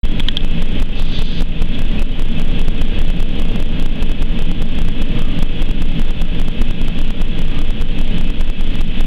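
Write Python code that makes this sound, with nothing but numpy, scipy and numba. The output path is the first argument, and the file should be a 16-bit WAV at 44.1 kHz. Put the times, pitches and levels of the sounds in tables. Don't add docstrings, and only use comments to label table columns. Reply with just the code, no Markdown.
import sys
import numpy as np
from scipy.fft import rfft, irfft, next_fast_len
from scipy.io import wavfile
from numba import njit

SR = 44100
rng = np.random.default_rng(int(sys.argv[2]) if len(sys.argv) > 2 else 0)


def digitize_waveform(pressure):
    field = np.atleast_2d(pressure).T
    bounded = np.clip(field, -1, 1)
    quanta = np.round(bounded * 32767).astype(np.int16)
    wavfile.write(sys.argv[1], SR, quanta)


N = 399546
TIME = np.arange(N) / SR


def amp(db):
    return 10 ** (np.asarray(db) / 20)


def unit(x):
    return x / np.sqrt(np.mean(x ** 2) + 1e-20)


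def filtered(x, response):
    size = next_fast_len(len(x) + SR)
    return irfft(rfft(x, size) * response(np.fft.rfftfreq(size, 1 / SR)), size)[:len(x)]


def resonance(f, hz, width):
    return (1j * f * width / (hz * hz - f * f + 1j * f * width)) ** 2


def noise(spectrum):
    hz, db = np.transpose(spectrum)
    white = rng.standard_normal(N)
    return unit(filtered(white, lambda f: amp(np.interp(np.log(f + 1), np.log(hz + 1), db))))


def noise_band(hz, half_width, db):
    white = rng.standard_normal(N)
    return amp(db) * unit(filtered(white, lambda f: resonance(f, hz, 2 * half_width)))


def engine_throb(cycle_hz, level_db, uneven_db, jitter_s):
    cylinders = [-5.2, -1, -10, -0.3, -30, -2.2]
    # (time [s], lag [s])
    idle_lag = [(0, .001), (1.5, -.003), (2.1, 0), (2.8, -.0055), (3.9, .0075), (4.9, .002), (5.4, .005),
                (6.1, .001), (7.9, 0), (9, -.005)]
    run_up = round(10 * SR / cycle_hz)
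    due = np.arange(.0166 - run_up / SR, N / SR, 1 / cycle_hz / len(cylinders))
    timing, strength = rng.standard_normal((len(due), 2)).T
    fired_s = due + np.interp(due, *np.transpose(idle_lag)) + jitter_s * timing
    at = run_up + np.round(fired_s * SR).astype(int)
    firings = np.zeros(run_up + N + SR)
    firings[at] = amp(np.resize(cylinders, len(at)) + uneven_db * strength)
    cabin_air = filtered(firings, lambda f: resonance(f, hz=18, width=3))
    return amp(level_db) * unit(cabin_air[run_up:][:N])


def engine_rumble(rumble_db):
    # (frequency [Hz], level [dB])
    rumble_colour = [(4, -10.5), (15, 3), (30, 6), (42, -4), (68, -6), (90, -9), (120, -6.5), (145, -12),
                     (255, -9.5), (295, -10), (360, -21.5), (450, -17.5), (530, -27), (700, -31.5),
                     (1100, -35.5), (3000, -72)]
    # (frequency [Hz], half-width [Hz], level [dB])
    panels = [(164.05, 8, -33.5), (177.77, 7, -35.5), (222.16, 16, -34), (477, 2.8, -48), (587, 45, -46),
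              (782, 26, -53.5)]
    # (time [s], gain [dB])
    load = [(0.0, -0.5), (2.4, 0.56), (4.4, 0.78), (9.0, -1.4)]
    rumble = amp(rumble_db) * noise(rumble_colour)
    drone = sum(noise_band(*panel) for panel in panels)
    return amp(np.interp(TIME, *np.transpose(load))) * (rumble + drone)


def camera_hiss(hiss_db, echo_db, echo_s):
    # (frequency [Hz], level [dB])
    hiss_colour = [(300, -28), (1100, -12.5), (1700, -9), (2350, -6), (2550, -1.5), (2780, -4), (2950, 0),
                   (3350, -1.5), (3650, -6.5), (4000, -15.5), (4500, -21), (5500, -30.5), (8000, -39),
                   (16000, -43)]
    # (frequency [Hz], half-width [Hz], level [dB])
    whine_tones = [(2615.3, 38, -46), (3353, 35, -48), (1621, 27, -55.5)]
    hiss = filtered(noise(hiss_colour), lambda f: 1 + amp(echo_db) * np.exp(-2j * np.pi * f * echo_s))
    whine = sum(noise_band(*tone) for tone in whine_tones)
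    return amp(hiss_db) * hiss + whine


@njit
def stepped_gain(x, ceiling, down_db, up_db, hold_samples, blind_samples, max_db):
    out, gain_db, since_step = np.zeros(len(x)), 0.0, 0
    for i in range(len(x)):
        since_step += 1
        if since_step >= blind_samples and abs(x[i]) * 10 ** (gain_db / 20) > ceiling:
            gain_db, since_step = gain_db - down_db, 0
        elif since_step >= hold_samples:
            gain_db, since_step = min(gain_db + up_db, max_db), 0
        out[i] = gain_db
    return out


def control_clicks(scrape_t60_s, attack_s):
    # (time [s], relative ring level [dB], relative scrape level [dB])
    contacts = [(0.1974, -18.5, -17), (0.2032, -13, -17), (0.2850, -6.5, -13), (0.286, -2, -33),
                (0.3700, -5, -25), (0.375, -13, -41.5), (0.379, -29, -45), (0.407, -26, -37)]
    # (frequency [Hz], relative level [dB], t60 [s])
    case_modes = [(1640, -23, 0.021), (1900, -27, 0.03), (3298, 5, 0.0095), (3460, -3, 0.012),
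                  (3800, -14, 0.0069), (4380, -22, .01)]
    # (frequency [Hz], level [dB])
    scrape_colour = [(200, -3), (900, 3), (1900, 11), (3500, 0.5), (5500, -20.5), (8500, -12.5),
                     (12000, -37), (16000, -28)]
    out, t = np.zeros(N), np.arange(SR // 10) / SR
    grit = noise(scrape_colour)
    onset = 1 - np.exp(-t / attack_s)
    for start, ring_db, scrape_db in contacts:
        at = round(start * SR)
        span = slice(at, at + len(t))
        ring = sum(amp(ring_db + db + rng.normal(0, 1) - 60 * t / t60) * np.sin(2 * np.pi * hz * t)
                   for hz, db, t60 in case_modes)
        scrape = amp(scrape_db - 60 * t / scrape_t60_s) * grit[span]
        out[span] += 2 * (ring + scrape) * onset
    return out


def case_rub(attack_s, release_s):
    # (start [s], length [s], level [dB])
    strokes = [(0.943, 0.18, -37), (1.108, 0.15, -35.5), (1.235, 0.17, -36), (1.70, 0.052, -49)]
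    # (frequency [Hz], level [dB])
    rub_colour = [(1000, -24), (2700, -4), (3450, 8.5), (4000, -0.5), (4700, -4.5), (5300, -18.5),
                  (6400, -18), (7500, -45), (16000, -48)]
    pressure = np.zeros(N)
    for start, length, db in strokes:
        rise = np.clip((TIME - start) / attack_s, 0, 1)
        fall = np.exp(-np.maximum(TIME - start - length, 0) / release_s)
        pressure += amp(db) * rise * fall
    return pressure * noise(rub_colour)


def faint_swells():
    # (peak time [s], frequency [Hz], half-width [Hz], fade time [s], peak level [dB])
    swells = [(1.745, 3390, 160.5, 0.014, -30.5), (1.815, 2605, 30, 0.01, -33),
              (1.984, 2590, 35, 0.013, -35.5), (2.368, 2627, 30, 0.018, -40), (3.584, 468, 120, .22, -39),
              (5.27, 1200, 70, 0.16, -48), (7.568, 1200, 50, 0.09, -48)]
    return sum(noise_band(hz, half_width, db) * np.exp(-((TIME - peak) / fade) ** 2)
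               for peak, hz, half_width, fade, db in swells)


def scene():
    throb = engine_throb(cycle_hz=5.0065, level_db=-9.4, uneven_db=0.21, jitter_s=0.0003)
    rumble = engine_rumble(rumble_db=-22.95)
    background = camera_hiss(hiss_db=-36.75, echo_db=-17.0, echo_s=.0061) + faint_swells()
    clicks = control_clicks(scrape_t60_s=0.01, attack_s=0.0011)
    rub = case_rub(attack_s=0.04, release_s=0.04)
    return (throb + rumble + background + clicks + rub)[None]


def record(dry):
    x = dry[0] * np.clip((TIME - .032) / .006, 0, 1)
    gain_db = stepped_gain(x, ceiling=.73, down_db=3., up_db=1.5, max_db=4.5,
                           hold_samples=round(.032 * SR), blind_samples=round(.004 * SR))
    rolloff_hz, top_hz = 15000, 16000
    return filtered(x * amp(gain_db), lambda f: (f < top_hz) / np.hypot(1, (f / rolloff_hz) ** 2))[None]


dry = scene()
out = record(dry)
digitize_waveform(out)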